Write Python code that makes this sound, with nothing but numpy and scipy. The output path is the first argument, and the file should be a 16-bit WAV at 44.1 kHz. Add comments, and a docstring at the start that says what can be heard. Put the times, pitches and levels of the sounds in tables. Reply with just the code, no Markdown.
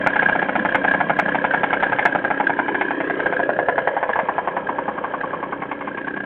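"""In a yard, a small two-stroke scooter idles while the listener walks from its exhaust to the front.
The engine turns about 31 times a second but fires only every third turn, and now and then it stumbles
into weaker, mostly quicker pops. Each pop echoes inside the pipe. Every turn shakes the casing and
chirps at the air intake. A hollow tone glides upward as the body panels pass by, the ground and walls
give a short echo, and three soft, low bumps are heard."""
import sys
import numpy as np
from scipy import signal
from scipy.fft import rfft, irfft, next_fast_len
from scipy.io import wavfile
from scipy.ndimage import uniform_filter1d, map_coordinates

SR = 44100
rng = np.random.default_rng(int(sys.argv[2]) if len(sys.argv) > 2 else 0)


def transcribe(u):
    """Save the signal u as a 16-bit wav file named by the first command-line argument.

    u: samples, shape (n,) or (channels, n), limited to [-1, 1]; the rate is SR.
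    q: integer samples, one column per channel.
    """
    v = np.clip(np.atleast_2d(u).T, -1, 1)
    q = np.round(v * 32767).astype(np.int16)
    wavfile.write(sys.argv[1], SR, q)


N = 275625


def amp(db):
    """Turn decibels into a factor to multiply a sound by."""
    return 10 ** (np.asarray(db) / 20)


def unit(x):
    """Scale a signal to an average strength (rms) of 1."""
    return x / np.sqrt(np.mean(x ** 2, axis=-1, keepdims=True) + 1e-20)


def wobble(shape, span):
    """Random wavering: noise averaged over span neighbouring values."""
    return unit(uniform_filter1d(rng.standard_normal(shape), size=span))


def along(points, hz):
    """Read between (frequency, value) points, with octaves evenly spaced."""
    freqs, values = np.transpose(points)
    return np.interp(np.log(hz + 1), np.log(freqs + 1), values)


def curves(rows):
    """Give one value per sample for each column after the time."""
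    times, *columns = np.transpose(rows)
    return [np.interp(np.arange(N) / SR, times, column) for column in columns]


def filtered(x, response):
    """Multiply each frequency in x by response(frequency)."""
    size = next_fast_len(N + SR // 2)
    return irfft(rfft(x, size) * response(np.fft.rfftfreq(size, 1 / SR)), size)[:N]


def coloured(x, colour):
    """Shape x with (frequency [Hz], level [dB]) points, then scale it to strength 1."""
    return unit(filtered(x, lambda hz: amp(along(colour, hz))))


def resonate(x, modes):
    """Let x ring at a set of pitches, fading steeply below and above them."""
    def response(f):
        rings = sum((-1) ** k * amp(db) * 1j * f * width / (hz * hz - f * f + 1j * f * width)
                    for k, (hz, width, db) in enumerate(modes))
        below, above = .7 * modes[0][0] / (f + 1), f / (1.3 * modes[-1][0])
        return rings / np.sqrt(1 + below ** 6 + above ** 6)
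    return unit(filtered(x, response))


def causal(db):
    """Build a filter with these levels that rings only after a hit (minimum phase)."""
    cepstrum = irfft(np.log(amp(db)))
    half = len(cepstrum) // 2
    return np.exp(rfft(cepstrum * np.r_[1, np.full(half - 1, 2), 1, np.zeros(half - 1)]))


def add(track, s, sound):
    """Mix a sound into the track, starting at s seconds."""
    start = int(np.clip(round(s * SR), 0, N))
    track[start:start + len(sound)] += sound[:N - start]


def spin(start, end, speedup, turn_s):
    """Start times of the whole turns that fill a stretch while the speed grows by a share."""
    count = max(1, round((end - start) / turn_s))
    progress = np.arange(count) / count
    return start + (end - start) * (progress + speedup * progress * (1 - progress) / 2)


def crank(turn_s=.0318, stumble_turn_s=.033, stumble_slows=.07):
    """Time the turns and pops: a steady run fires every third turn, then a stumble slows the engine."""
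    # steady runs and their stumbles: (first pop [s], stumble start [s], speed gained [share],
    # weak pop level [dB], weak pop spacing [turns])
    runs = [(0.063, 0.158, 0.055, -2, 2), (0.554, 0.938, 0, -1.5, 2), (1.003, 1.282, 0, -4.5, 2),
            (1.346, 1.922, -.01, -1.5, 2), (2.053, 2.242, .08, -6.5, 2), (2.303, 2.682, 0.061, -3, 2),
            (2.811, 3.194, .01, -2.5, 2), (3.393, 3.966, .08, -3, 2), (4.19, 4.566, 0.06, -.5, 4),
            (4.689, 4.978, -0.046, -5, 2), (5.039, 5.808, .04, -2.5, 2), (5.873, 6.162, .13, -1.5, 3)]
    turns, pops = list(spin(0, runs[0][0], 0, turn_s)), []
    restarts = [run[0] for run in runs[1:]] + [N / SR + turn_s / 2]
    for (first, last, speedup, weak_db, every), restart in zip(runs, restarts):
        steady = spin(first, last, speedup, turn_s)
        stumble = spin(last, restart, -stumble_slows, stumble_turn_s)
        turns += [*steady, *stumble]
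        pops += [(s, 0) for s in steady[::3]] + [(s, weak_db) for s in stumble[::every]]
    return np.array(turns), pops


def casing(turns):
    """Piston and transmission shake the casing twice a turn; one thump a turn keeps its hum steady."""
    # noise between the pops: (time [s], low drone [dB], middle churn [dB], high rattle [dB]), all relative
    levels = [(0.0, -30.5, -26.5, -35.5), (0.42, -29, -27.5, -38), (1.2, -30, -27, -38.5),
              (1.92, -31.5, -27.5, -39), (2.31, -32.5, -27, -42), (2.85, -29, -30, -40),
              (3.15, -28.5, -27, -37.5), (3.52, -26.5, -27.5, -44.5), (4.07, -38, -26.5, -41.5),
              (4.67, -31.5, -29, -45.5), (5.01, -34.5, -29, -44.5), (5.85, -34, -34, -46),
              (6.25, -33, -40.5, -51.5)]
    # how casing and panels ring, for drone, churn and hum: (pitch [Hz], width [Hz], level [dB])
    drone_modes = [(164.5, 52, -9.5), (210.4, 37, -9.5), (286.6, 55, -4.5), (327.3, 83, -2.5),
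                   (408, 79, -5)]
    churn_modes = [(512.7, 59, 3.5), (680, 240, -6), (780, 120, -4), (1010, 220, -5), (1164, 270, -8),
                   (1320, 140, -8.5)]
    hum_modes = [(198, 11, -2), (283.3, 22, 1.5), (523.3, 44, -7.5)]
    # the hum against the rest of the drone: (time [s], level [dB])
    hum_level = [(0, -0.5), (2, 0), (2.8, -2), (3.7, -5), (5, -3), (5.9, 1.5)]
    # tone colours of the rattle and the deep rumble: (frequency [Hz], level [dB])
    rattle_colour = [(1200, -43.5), (1650, 14), (1900, 1.5), (2300, 1), (2850, -9.5), (3150, -3),
                     (3500, -20), (4300, -20)]
    rumble_colour = [(20, -21), (50, -4), (100, -3), (150, 2.5), (300, -22), (800, -58.5)]
    drone_db, churn_db, rattle_db = curves(levels)
    hum_db, = curves(hum_level)
    angle = 2 * np.pi * np.interp(np.arange(N) / SR, turns, np.arange(len(turns)))

    def shaking(once_db, twice_db, lag):
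        """Noise that swells once and twice a turn, lag radians late."""
        swell_db = once_db * np.cos(angle - lag) + twice_db * np.cos(2 * (angle - lag))
        return unit(rng.standard_normal(N) * amp(swell_db))

    thumps = np.zeros(N)
    for s in turns:
        add(thumps, s + .004, np.ones(1))
    hum = amp(hum_db) * resonate(unit(thumps), hum_modes)
    drone = resonate(shaking(once_db=2.5, twice_db=8, lag=1.2), drone_modes)
    churn = resonate(shaking(once_db=-2, twice_db=1, lag=3.6), churn_modes)
    grain = amp(2.5 * wobble(N, span=130))
    rattle = coloured(grain * shaking(once_db=-3, twice_db=-1, lag=1.6), rattle_colour)
    rumble = coloured(rng.standard_normal(N), rumble_colour)
    return (amp(drone_db - 2) * (drone + hum) + amp(churn_db - 1) * churn
            + amp(rattle_db + 4) * rattle + amp((drone_db + rattle_db) / 2 - 10.5) * rumble)


def intake_chirps(turns, pitch_hz=1644, swell_s=.0049, fall_s=.0042, lag_s=.0105, glide=-.018, size=1400):
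    """A shrill, raspy chirp each turn, likely from the intake's reed (a thin flap) fluttering."""
    # the usual chirp: (time [s], relative level [dB])
    chirp_level = [(0, -21), (0.301, -16.5), (.75, -19), (2.3, -20), (3, -23.5), (3.25, -19), (3.75, -21.5),
                   (4.05, -30), (5.25, -29), (5.75, -35.5), (6.0, -24.5)]
    # turns that chirp much louder: (time [s], relative level [dB], pitch [Hz])
    loud_chirps = [(0.166, -14.5, 1629), (0.197, -8.5, 1636), (0.263, -10.5, 1636), (0.884, -8, 1634),
                   (0.915, -9, 1650), (1.513, -12, 1565), (1.841, -11.5, 1688), (2.061, -12.5, 1675),
                   (2.252, -11.5, 1625), (2.473, -10.5, 1607), (3.267, -12.5, 1630), (3.879, -19, 1720),
                   (4.136, -17, 1707), (4.673, -21, 1627), (5.213, -17, 1606), (6.083, -19.5, 1675),
                   (6.176, -20.5, 1652)]
    # the airy edge of a chirp: (frequency [Hz], level [dB])
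    rasp_colour = [(300, -29.5), (700, 5), (1100, -14), (1400, -5), (1600, 8), (1850, -6), (2300, -18.5),
                   (2800, -15), (3200, -18), (3600, -33), (4300, -44)]
    count = len(turns)
    times = turns + lag_s + .0005 * rng.standard_normal(count)
    levels = np.interp(times, *np.transpose(chirp_level)) + 3.5 * np.minimum(rng.standard_normal(count), 1)
    drift = .011 * wobble(count, span=6)
    pitches = pitch_hz * (1 + drift + .008 * rng.standard_normal(count))
    for s, db, hz in loud_chirps:
        nearest = np.argmin(np.abs(times - s))
        times[nearest], levels[nearest], pitches[nearest] = s, db, hz
    t = (np.arange(size) - size // 2) / SR
    rebound = .18 * np.exp(-((t - .007) / .003) ** 2)
    swell = np.exp(-(t / np.where(t < 0, swell_s, fall_s)) ** 2) + rebound
    tone, air = np.zeros(N), np.zeros(N)
    for s, db, hz in zip(times, levels, pitches):
        flutter, waver = .25 * wobble((2, size), span=90)
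        cycles = np.cumsum(hz * (1 + glide * t / swell_s)) / SR + rng.random()
        add(tone, s + t[0], amp(db + 2) * swell * (1 + flutter) * np.sin(2 * np.pi * cycles + waver))
        add(air, s + t[0], amp(db - 7) * swell)
    return tone + air * coloured(rng.standard_normal(N), rasp_colour)


def firings(pops, scatter_db=.5, treble_scatter_db=2):
    """Give each pop its time, level and treble; no two firings are quite alike."""
    # the exhaust as heard along the walk: (time [s], level [dB], treble [dB])
    pop_level = [(0, -17, 3), (1.1, -16.5, -0.5), (1.9, -16.5, 2), (2.4, -16.5, -2), (2.8, -19.5, 5),
                 (3.12, -22, 4.5), (3.45, -17, -4.5), (3.7, -15, -3), (4.4, -17.5, -1), (5.1, -21.5, -5),
                 (5.7, -24, 3), (6.16, -29, 5.5)]
    # the hardest firings: (time [s], extra level [dB], extra treble [dB])
    hard_pops = [(.064, 1.5, -0.5), (.747, 1, 3), (1.097, 2, 1), (1.189, 2, 2.5), (2.052, 1.3, 1)]
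    times, strength_db = np.transpose(pops)
    walk_s, walk_db, walk_treble_db = np.transpose(pop_level)
    chance = rng.standard_normal((len(times), 2))
    db = np.interp(times, walk_s, walk_db) + strength_db + scatter_db * chance[:, 0]
    treble_db = np.interp(times, walk_s, walk_treble_db) + treble_scatter_db * chance[:, 1]
    for s, extra_db, extra_treble_db in hard_pops:
        nearest = np.argmin(np.abs(times - s))
        db[nearest] += extra_db
        treble_db[nearest] += extra_treble_db
    return zip(times, db, treble_db)


def exhaust(pops, gas=.14, gas_s=.0078, thinning_db=4, detour=.061, size=4096):
    """Each firing sends a pressure pulse, its echoes in the pipe and a puff of gas out of the silencer."""
    # the walk round the scooter: (time [s], place [0 rear, 1 side, 2 or more front])
    walk = [(0, 0.27), (2.6, 0.52), (3.3, 0.93), (3.9, 1.25), (4.5, 1.57), (5.5, 2.3)]
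    # pressure waves leaving the pipe: (base delay [s], rear [gain], side [gain], front [gain])
    pipe_waves = [(.0005, 0.93, 1.5, 0.97), (.0028, 0.63, 0.64, 0.83), (.0049, 0.29, 0.45, 0.88),
                  (.0073, 0.99, 0.39, 0.17), (.0098, 0.97, 0.37, 0.43), (.0121, 0.19, 0.29, 0.19),
                  (.0155, .08, 0.13, 0.43)]
    # a pop's tone colour from behind, beside and in front: (frequency [Hz], level [dB])
    rear = [(60, -23.5), (130, -18.5), (210, -5.5), (420, -17), (680, -5.5), (850, 1.5), (1100, -19.5),
            (1250, -7.5), (1450, -6.5), (1900, -24.5), (2170, -10), (2600, -26), (3200, -31), (4300, -51.5)]
    side = [(60, -27.5), (130, -19), (210, -16.5), (420, -15), (680, 3), (830, -6.5), (1000, -1),
            (1200, -22.5), (1420, -11), (1700, -7.5), (2170, -22.5), (2600, -32), (3200, -35),
            (4300, -60.5)]
    front = [(60, -28.5), (130, -17), (210, -6.5), (420, -22.5), (680, -3.5), (850, -2), (1100, 3.5),
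             (1300, -16.5), (1550, -7.5), (1900, -21.5), (2170, -15), (2600, -28), (3200, -33.5),
             (4300, -66.5)]
    # tone colour of the swirling gas: (frequency [Hz], level [dB])
    gas_colour = [(800, -5), (1300, -2.5), (2000, -0.5)]
    out, t, hz = np.zeros(N), np.arange(size) / SR, np.fft.rfftfreq(size, 1 / SR)
    delays, *gains = np.transpose(pipe_waves)
    colours = np.array([along(points, hz) for points in (rear, side, front)])
    # later echoes sound thinner: they have lost more bass through the open tailpipe
    thinning = amp(thinning_db * delays[:, None] / delays[-1] * along([(500, .16), (1200, 1)], hz))
    puff_shape = t / gas_s * np.exp(1 - t / gas_s) * np.exp(-(t / .018) ** 2)
    middle = (hz > 550) & (hz < 1300)
    for s, db, treble_db in firings(pops):
        place = np.clip(np.interp(s, *np.transpose(walk)), 0, 2)
        facing = np.maximum(0, 1 - np.abs(place - np.arange(3)))
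        colour = facing @ colours + treble_db * along([(1100, 0), (2100, 1)], hz)
        # gas heat shifts the echoes a little from pop to pop, and their paths change along the walk
        jitter = .007 * rng.standard_normal() + .008 * rng.standard_normal(len(delays))
        arrivals = delays * (1 + jitter + detour * min(place, 1))
        strengths = facing @ np.array(gains) * amp(1.2 * rng.standard_normal(len(delays)))
        pulses = strengths @ (thinning * np.exp(-2j * np.pi * arrivals[:, None] * hz))
        puff = rfft(gas * rng.standard_normal(size) * puff_shape) * amp(along(gas_colour, hz))
        pop = (pulses + puff) * causal(colour)
        # the level is set by the pop's middle frequencies over a fiftieth of a second
        power = 2 * np.sum(np.abs(pop[middle]) ** 2) / size / (SR / 50)
        add(out, s, amp(db) * irfft(pop) / np.sqrt(power))
    return out


def panel_echoes(x, depth):
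    """Quick echoes off nearby panels, each flipped in sign, add a hollow tone that moves with the walk."""
    # the hollow tone: (time [s], lowest ringing pitch [Hz], relative echo strength [0-1])
    hollow_tone = [(0, 212, 0.3), (1.2, 215.8, 0.49), (1.9, 187.3, 0), (2.5, 311.5, 0.5), (3, 358.5, .55),
                   (3.3, 455, 0.4), (3.55, 524, 0.56), (3.9, 610, .35), (4.2, 756, 0.2), (4.6, 1063, 0.1),
                   (5.4, 988, 0.07), (6.25, 1240, 0)]
    hz, reflection = curves(hollow_tone)
    gain = np.clip(depth * reflection, 0, .8)
    lag = SR / (2 * hz)
    echoes = sum((-gain) ** k * map_coordinates(x, [np.arange(N) - k * lag], order=1) for k in range(4))
    return echoes * np.sqrt(1 - gain * gain)


def yard_echo(x, shift_hz=.773):
    """Ground and walls give a short, blurred echo whose pattern shifts as the listener moves."""
    # how long the yard rings: (frequency [Hz], time to fade by 60 dB [s])
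    fade_times = [(200, 0.28), (1000, 0.1), (4000, 0.19)]
    hz, t, noise = signal.stft(rng.standard_normal((2, SR // 3)), SR, nperseg=256)
    fade = amp(-60 * t / along(fade_times, hz)[:, None])
    _, tails = signal.istft(noise * fade, SR, nperseg=256)
    tails = [np.pad(tail, (SR // 100, 0)) / np.linalg.norm(tail) for tail in tails]
    angle = 2 * np.pi * shift_hz * np.arange(N) / SR
    blends = np.cos(angle), np.sin(angle)
    return sum(signal.fftconvolve(x * blend, tail)[:N] for blend, tail in zip(blends, tails))


def soft_bumps(width_s=.0051, size=4410):
    """Each bump is a short, dull swell of a few waves."""
    # low bumps: (time [s], peak level [dB], pitch [Hz])
    bumps = [(.585, -17, 297), (0.609, -17.5, 217.5), (4.235, -23, 200)]
    out, t = np.zeros(N), (np.arange(size) - size // 2) / SR
    swell = np.exp(-(t / width_s) ** 2)
    for s, db, hz in bumps:
        add(out, s + t[0], amp(db) * swell * np.sin(2 * np.pi * (hz * t + rng.random())))
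    return out


def scene():
    """Mix exhaust, intake and casing, all timed by the crank, with the yard's echo and the bumps."""
    turns, pops = crank()
    engine = panel_echoes(exhaust(pops), depth=.33) + intake_chirps(turns)
    echo = amp(-11) * yard_echo(engine)
    body = panel_echoes(casing(turns), depth=1.1)
    return (engine + echo + body + soft_bumps())[None]


def record(dry, top_hz=15850):
    """A dull, telephone-like sound with little treble; the tallest peaks are cut off with a faint tick."""
    # the frequencies that are heard: (frequency [Hz], level [dB])
    band = [(20, -18), (45, -1), (3500, -1), (4000, -10.5), (4300, -18), (4600, -58)]
    rounded = dry[0] / (1 + np.abs(dry[0] / .9) ** 6) ** (1 / 6)
    dull = filtered(rounded, lambda hz: amp(along(band, hz)))
    clipped = np.clip(dull, -.7, .7)
    return filtered(clipped, lambda hz: hz < top_hz)[None]


dry = scene()
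out = record(dry)
transcribe(out)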